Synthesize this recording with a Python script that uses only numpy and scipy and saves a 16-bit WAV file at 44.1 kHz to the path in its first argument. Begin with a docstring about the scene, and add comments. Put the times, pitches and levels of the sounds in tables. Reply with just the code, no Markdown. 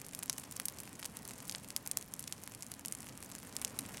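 """Conifer branches burning in the open

Pockets of sap and steam burst in the twigs as sharp pops that scatter through the pile.
Some pops make the wood ring. Between them, burning needles tick and sizzle, over a hiss of steam
and the low rumble of the flames. The fire is close, and sounds almost the same in both ears."""
import sys
import numpy as np
from scipy import signal
from scipy.fft import rfft, irfft
from scipy.io import wavfile

SR = 44100
rng = np.random.default_rng(int(sys.argv[2]) if len(sys.argv) > 2 else 0)


def digitize_waveform(pressure):
    """Quantize a signal to 16-bit integers and store it at the path in sys.argv[1].

    Rows of a 2-D input are taken as channels; values are limited to [-1, 1].
    """
    field = np.atleast_2d(pressure).T
    bounded = np.clip(field, -1, 1)
    quanta = np.round(bounded * 32767).astype(np.int16)
    wavfile.write(sys.argv[1], SR, quanta)


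N = 176400
BURST_SAMPLES = 2048
TICK_HZ = 8700  # the typical pitch of a needle tick

# How strongly the needles and steam sizzle. Each row: time in seconds, level in dB.
SIZZLE = [(0, -60), (.35, -58), (.65, -60), (.9, -57.5), (1.15, -59), (1.5, -58), (1.8, -60), (2.1, -61),
          (2.4, -58.5), (2.75, -61.5), (3.15, -58.5), (3.5, -58), (4, -57)]


def pops():
    """Pockets of sap and steam burst in twigs and bark; a few leave the wood ringing briefly."""
    # Each row: start in seconds, level in dB, pitch in Hz, sharpness of that pitch (Q),
    # level of the wood's knock in dB compared with the crack.
    pockets = [(0.0162, -38, 10500, 0.5, -21), (0.0492, -43.5, 7700, 0.57, -18),
               (0.0655, -39.5, 9900, 1.6, -12), (0.0857, -41.5, 11200, 2.5, -25),
               (0.1348, -40.5, 5300, 0.55, -3), (0.1493, -31.5, 14000, 0.47, -27),
               (0.191, -33, 9600, 1.5, -8.5), (0.2274, -36, 8200, 1.9, -2), (0.2321, -30, 11500, 1.3, -14),
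               (0.2374, -43, 6200, 1.4, -7), (0.259, -39, 12000, 1.5, -12), (0.2973, -23, 5230, 2.3, -18.5),
               (0.3, -40, 9900, 2.6, -11), (0.3226, -47, 8000, 1.5, -21), (0.3291, -33.5, 8700, 0.81, -27),
               (0.3364, -43.5, 7000, 0.6, -22), (0.38, -35.5, 8500, 1, -18), (0.3831, -33, 14000, 1.2, -4),
               (0.3981, -37.0, 9600, 1.9, -28), (0.437, -42.5, 4800, 0.41, 1), (0.4395, -44, 8000, 1, -10),
               (0.5121, -38, 9600, 1.1, -23), (0.522, -40.5, 13900, 0.64, -21),
               (0.5249, -38.5, 8200, 0.8, -11), (0.5633, -39, 10900, 3.0, -14),
               (0.5664, -33.0, 8000, 1.3, -30), (0.5993, -27.5, 13000, 0.7, -6.5),
               (0.6547, -30, 10200, 1.4, -28), (0.657, -26, 11600, 2.2, -26),
               (0.6844, -27.5, 8800, 0.65, -20), (0.6986, -42.0, 14000, 1.1, -18),
               (0.7866, -38.5, 8540, 0.7, -26), (0.7932, -44, 9000, 1, -17), (0.8026, -35, 11200, 1.1, -17),
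               (0.8343, -41.5, 10500, 2.5, -8), (0.8762, -43, 6000, 1.4, 2), (0.93, -43, 8500, 1.7, -10),
               (0.9567, -47, 8450, 1.3, -14), (0.9952, -39, 12000, 2.2, -9),
               (0.9999, -42.5, 9000, 0.76, -9), (1.0284, -35.5, 2980, 0.88, -2),
               (1.0326, -42, 7500, 1, -11), (1.046, -37, 7700, 1.7, -2), (1.0545, -32.5, 7000, 1.1, -4.5),
               (1.0587, -31.5, 9300, 0.97, -24), (1.1702, -34, 9500, 0.55, -19),
               (1.2223, -47, 10000, 1.6, -12), (1.2527, -38, 8000, 0.58, -27),
               (1.2777, -37.5, 10900, 0.72, -13), (1.288, -39, 7700, 3.2, -13),
               (1.2935, -41.5, 6800, 0.7, -17), (1.3093, -38.5, 14000, 0.4, -3),
               (1.3359, -42, 9600, 0.97, -9), (1.4036, -40.5, 7200, 2, -6), (1.4536, -42.5, 9500, 1.5, -14),
               (1.48, -39.5, 14000, 0.9, -24), (1.4863, -44, 9500, 1.4, -20), (1.496, -29, 5130, 1.1, -31),
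               (1.513, -36, 8700, 0.79, -25), (1.5231, -36.0, 5600, 1.4, -23),
               (1.527, -43, 10000, 1.8, -18), (1.5493, -31.5, 3360, 2, -20),
               (1.5594, -36.5, 8440, 4.1, -19), (1.5822, -43.5, 9900, 0.91, -8),
               (1.6356, -47, 9600, 3.5, -16), (1.6457, -43, 6000, 0.66, -7), (1.6872, -41, 10900, 2.2, -10),
               (1.7046, -34.5, 5730, 0.9, -14), (1.764, -23, 8000, 0.99, -15),
               (1.776, -41, 12900, 0.55, -12), (1.8627, -36, 8500, 1.1, -10.5),
               (1.8748, -29.5, 11200, 1.6, -17), (1.914, -24.5, 8900, 1.7, -22),
               (1.917, -38, 14000, 0.8, -24), (1.9687, -47, 7000, 0.8, -12), (1.9722, -22, 9700, 0.84, -24),
               (1.9864, -40.5, 9000, 0.66, -19), (2.012, -39, 8000, 1.3, -19),
               (2.0258, -39.5, 10500, 0.6, -24), (2.1384, -30.5, 9800, 1.1, -16.5),
               (2.1937, -34.5, 14000, 0.39, -16), (2.1957, -34, 10300, 4.9, -28),
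               (2.205, -39.5, 10500, 3.5, -14), (2.2269, -39, 8040, 2.3, -24),
               (2.2403, -38.5, 6000, 0.67, -23), (2.2751, -43, 6950, 1.5, -19),
               (2.2775, -33, 6260, 0.9, -24), (2.3248, -29, 5950, 0.54, -24),
               (2.4367, -37.5, 12000, 1.8, -11), (2.476, -35.5, 10600, 2, -4), (2.522, -45, 9400, 1.1, -5),
               (2.549, -37.5, 7460, 1.1, -26), (2.6242, -34, 7500, 1.4, -25), (2.6304, -38.5, 7900, 2, -11),
               (2.6659, -41, 8700, 1.6, -30), (2.7175, -33.5, 8440, 0.51, -24),
               (2.7392, -39, 7200, 0.44, -23), (2.7945, -40, 11200, 1.6, -7.5),
               (2.8501, -34, 5500, 0.38, -3.5), (2.8591, -30.0, 9000, 2.4, -32),
               (2.8832, -33.5, 9300, 1.1, -27), (2.9235, -30, 8100, 2, -14.5),
               (2.9245, -32, 9500, 2.2, -28), (2.9507, -34.5, 9300, 2.6, -12),
               (3.005, -38.5, 8740, 1.6, -22), (3.0192, -48, 6300, 1.2, -14), (3.03, -42.5, 7700, 1.2, -10),
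               (3.069, -43, 8700, 0.77, 1), (3.0886, -42.5, 7200, 1.3, -6), (3.0943, -44, 5000, 1.1, -22),
               (3.1759, -40, 8300, 1.1, -16), (3.227, -37.5, 8460, 1.6, -8.5),
               (3.236, -44, 14000, 0.76, -15), (3.2463, -46.5, 8500, 1.5, -14),
               (3.301, -44, 12300, 1.6, -5), (3.316, -40, 8200, 1.3, -5), (3.321, -41, 7500, 2.6, -6),
               (3.3516, -35.5, 8500, 2.3, -10.5), (3.3836, -43, 6800, 0.8, -25),
               (3.3883, -42.5, 10200, 2.8, -15), (3.43, -43.5, 8500, 1, -6), (3.451, -49, 9000, 1.4, -11),
               (3.5266, -43.0, 7200, 1.1, -2), (3.566, -27, 7500, 1.4, -22), (3.596, -44, 10200, 1.1, -9),
               (3.6162, -31.5, 9200, 1.4, -8.5), (3.6197, -40, 14000, 1.1, 1),
               (3.6246, -39, 10500, 3.0, -1), (3.6482, -23, 6800, 1.2, -19), (3.6785, -40, 8200, 1.5, -8),
               (3.7897, -27, 10100, 1.6, -12), (3.7912, -32, 10100, 2, -27), (3.7936, -33.5, 8500, 0.7, -8),
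               (3.8087, -42, 9000, 2, -18), (3.853, -43.5, 5470, 0.63, 4), (3.8628, -40.5, 8200, 3.2, -24),
               (3.889, -42.5, 14000, 1.9, -7), (3.9412, -42.5, 8600, 1.2, -8), (3.9453, -41, 6760, 1.4, 8),
               (3.9554, -54, 7500, 0.9, -8), (3.9719, -36, 5600, 0.31, -7), (3.9801, -42, 3000, 2.2, -10)]
    # Ringing twigs. Each row: start in seconds, peak level in dB, pitch in Hz, swell time in seconds.
    twig_rings = [(0.2974, -37.5, 960, 0.00067), (0.2975, -28.5, 4220, 0.00023),
                  (0.2975, -18.5, 10600, 0.00015), (0.5994, -39.5, 1040, 0.00068),
                  (1.4961, -37, 10000, 0.00032), (1.5493, -34, 5400, .0003), (1.9722, -37.5, 960, 0.00046),
                  (3.7901, -34.5, 3980, 0.00083)]
    out = np.zeros(N)
    t = np.arange(BURST_SAMPLES) / SR
    for start, db, pitch_hz, sharpness, knock_db in pockets:
        add(out, start, amp(db + 0.21) * burst(pitch_hz, sharpness, knock_db))
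    for start, db, pitch_hz, swell_s in twig_rings:
        swell_and_fade = t / swell_s * np.exp(1 - t / swell_s)
        add(out, start, amp(db) * swell_and_fade * np.sin(2 * np.pi * pitch_hz * t))
    return out


def burst(pitch_hz, sharpness, knock_db, tails_db=0):
    """One pocket bursts: a crack and a knock of wood, followed by splinters and echoes."""
    # The tone that all bursts share. Each row: frequency in Hz, gain in dB.
    burst_tone = [(100, -31), (500, -3), (900, 0), (1400, -3), (2600, 1), (3700, -2.5), (5000, -0.5),
                  (11000, 0.5), (13000, -1.5), (16000, 0)]
    hz = np.fft.rfftfreq(BURST_SAMPLES, 1 / SR) + 1
    # Big, low pockets burst more slowly, so they lose their treble.
    cutoff_hz = 12660 * (pitch_hz / TICK_HZ) ** 0.19
    tone = amp(db_at(burst_tone, hz)) / np.hypot(1, (hz / cutoff_hz) ** 6.1)
    crack = resonate(tone, hz, pitch_hz, sharpness)
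    knock = amp(knock_db) * resonate(tone, hz, pitch_hz=1480, sharpness=0.68)
    # Pack the energy at the very start, as in a real click ("minimum phase").
    log_gain = np.log(np.hypot(crack, knock) + 1e-4)
    mirrored = np.r_[log_gain, log_gain[-2:0:-1]]
    click_spectrum = np.exp(np.conj(signal.hilbert(mirrored))[:len(hz)])
    splinters = tail(db=-6, fade_s=0.0037)  # fibres tear just after the burst
    scatter = tail(db=-8, fade_s=0.023)  # off the pile and its ring of stones
    clearing = tail(db=-22.5, fade_s=0.11)  # a faint echo from the clearing
    paths = amp(tails_db) * (splinters + scatter + clearing)
    paths[0] = 1  # the direct sound
    sound = irfft(click_spectrum * rfft(paths))
    return sound / np.linalg.norm(sound) * np.sqrt(SR / 1000)  # as much energy as 1 ms at level one


def needles(kinds=40, ticks_per_s=135):
    """Burning needles tick at many pitches, in clumps that thicken when the sizzle is strong."""
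    clumping = np.exp(0.25 * drift(rate_hz=13))
    rate = ticks_per_s * unit(amp(level_curve(SIZZLE)) * clumping)
    tick_db = -56.5 + rng.exponential(6.5, N) % 12  # mostly faint, some up to 12 dB louder
    clicks = (rng.random(N) < rate / SR) * amp(tick_db) * rng.choice([-1, 1], N)
    kind = rng.integers(0, kinds, N)
    ticks = [burst(TICK_HZ * 2 ** (0.39 * pitch), sharpness=3.4 * np.exp(0.5 * sharp),
                   knock_db=-8.5 + 4 * knock, tails_db=-4)
             for pitch, sharp, knock in rng.standard_normal((kinds, 3))]
    out = np.zeros(N)
    for i in np.flatnonzero(clicks):
        add(out, i / SR, clicks[i] * ticks[kind[i]])
    return out


def flames():
    """The swirling gas of the flames makes a low rumble and a higher rush."""
    # The strength of the flames. Each row: time in seconds, rumble level in dB, rush level in dB.
    blaze = [(0, -57.5, -62), (.4, -57, -61), (1.4, -56, -59.5), (1.8, -58, -61.5), (2.7, -57, -62),
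             (3.5, -55.5, -59.5), (3.77, -53, -57.5), (3.87, -51, -56.5), (4, -55, -56.5)]
    # The tone of each sound. Each row: frequency in Hz, relative level in dB.
    rumble_tone = [(20, -16), (32, -21), (50, -10), (85, -4), (130, -0.5), (165, -2.5), (205, -1.5),
                   (285, -2.5), (325, -11), (600, -34.5), (2000, -86)]
    rush_tone = [(100, -41), (350, 4.5), (500, 5), (800, 2), (1050, 2), (1350, -1.5), (1900, -2.5),
                 (3200, -8.5), (3750, -18.5), (6000, -21), (16000, -45)]
    rumble = gas(rumble_tone, level_curve(blaze, column=1), flutter_db=0.57, flutter_hz=7.8)
    rush = gas(rush_tone, level_curve(blaze, column=2) + 1, flutter_db=1.34, flutter_hz=26)
    return rumble + rush


def steam():
    """Escaping steam hisses, rising and falling with the sizzle."""
    # Each row: frequency in Hz, relative level in dB.
    hiss_tone = [(500, -50), (3600, 0.5), (4500, 0.5), (7000, 1), (10300, 1), (12200, -3), (14000, -7.5),
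                 (15800, -8), (16400, -29)]
    return gas(hiss_tone, level_curve(SIZZLE) - 4.5, flutter_db=1.5, flutter_hz=60)


def gas(tone, level_db, flutter_db, flutter_hz, width_db=-30):
    """Swirling gas: shaped noise whose level flutters, with a trace of stereo width."""
    gain = amp(db_at(tone, np.fft.rfftfreq(N, 1 / SR)))
    middle, side = irfft(rfft(rng.standard_normal((2, N))) * gain, N)
    noise = middle + amp(width_db) * np.array([side, -side])
    flutter = amp(flutter_db * drift(flutter_hz))
    return amp(level_db) * unit(noise * flutter)


def resonate(tone, hz, pitch_hz, sharpness):
    """Favours the frequencies near one pitch; more sharpness makes the peak narrower."""
    return unit(tone / np.hypot(1, sharpness * (hz / pitch_hz - pitch_hz / hz)))


def tail(db, fade_s):
    """A spray of tiny random echoes that dies away by 60 dB in fade_s seconds."""
    t = np.arange(BURST_SAMPLES) / SR
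    echoes = rng.standard_normal(BURST_SAMPLES) * np.exp(-np.log(1000) * t / fade_s) * (t > 0)
    return amp(db) * echoes / np.linalg.norm(echoes)


def drift(rate_hz):
    """Random wandering around zero, mostly slower than rate_hz, with a typical size of one."""
    hz = np.fft.rfftfreq(N, 1 / SR)
    spectrum = rfft(rng.standard_normal(N)) * (hz > 0) / (1 + (hz / rate_hz) ** 2)
    return unit(irfft(spectrum, N))


def level_curve(table, column=1):
    """Joins a table's levels with straight lines, giving dB at every sample."""
    rows = np.array(table)
    return np.interp(np.arange(N) / SR, rows[:, 0], rows[:, column])


def db_at(table, hz):
    """Looks up dB at any frequency, joining the table's rows on a musical (log) scale."""
    row_hz, row_db = np.transpose(table)
    return np.interp(np.log(hz + 1), np.log(row_hz), row_db)


def add(mix, start_s, sound):
    """Adds a sound to the mix at the given time."""
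    part = mix[max(round(start_s * SR), 0):][:len(sound)]
    part += sound[:len(part)]


def amp(db):
    """Turns decibels into a number to multiply by."""
    return 10 ** (np.asarray(db) / 20)


def unit(x):
    """Scales a signal to an average (rms) level of one."""
    return x / np.sqrt(np.mean(x ** 2) + 1e-20)


def scene():
    """The fire, straight ahead in the open air."""
    return pops() + needles() + flames() + steam()


def record(dry, phase_gap_rad=0.087, top_hz=16400):
    """The microphone's two openings are slightly unequal, and the highest treble is cut off."""
    # Each row: frequency in Hz, left level minus right level in dB.
    balance = [(100, -.9), (500, -.7), (1200, -.2), (8000, 0)]
    lean_db = db_at(balance, np.fft.rfftfreq(N, 1 / SR)) / 2
    phase_shift = np.exp(0.5j * phase_gap_rad * np.array([[1], [-1]]))
    heard = irfft(rfft(dry) * amp([lean_db, -lean_db]) * phase_shift, N)
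    treble_cut = signal.firwin(255, top_hz, window=("kaiser", 9), fs=SR)
    return signal.oaconvolve(heard, treble_cut[None], "same")


dry = scene()
out = record(dry)
digitize_waveform(out)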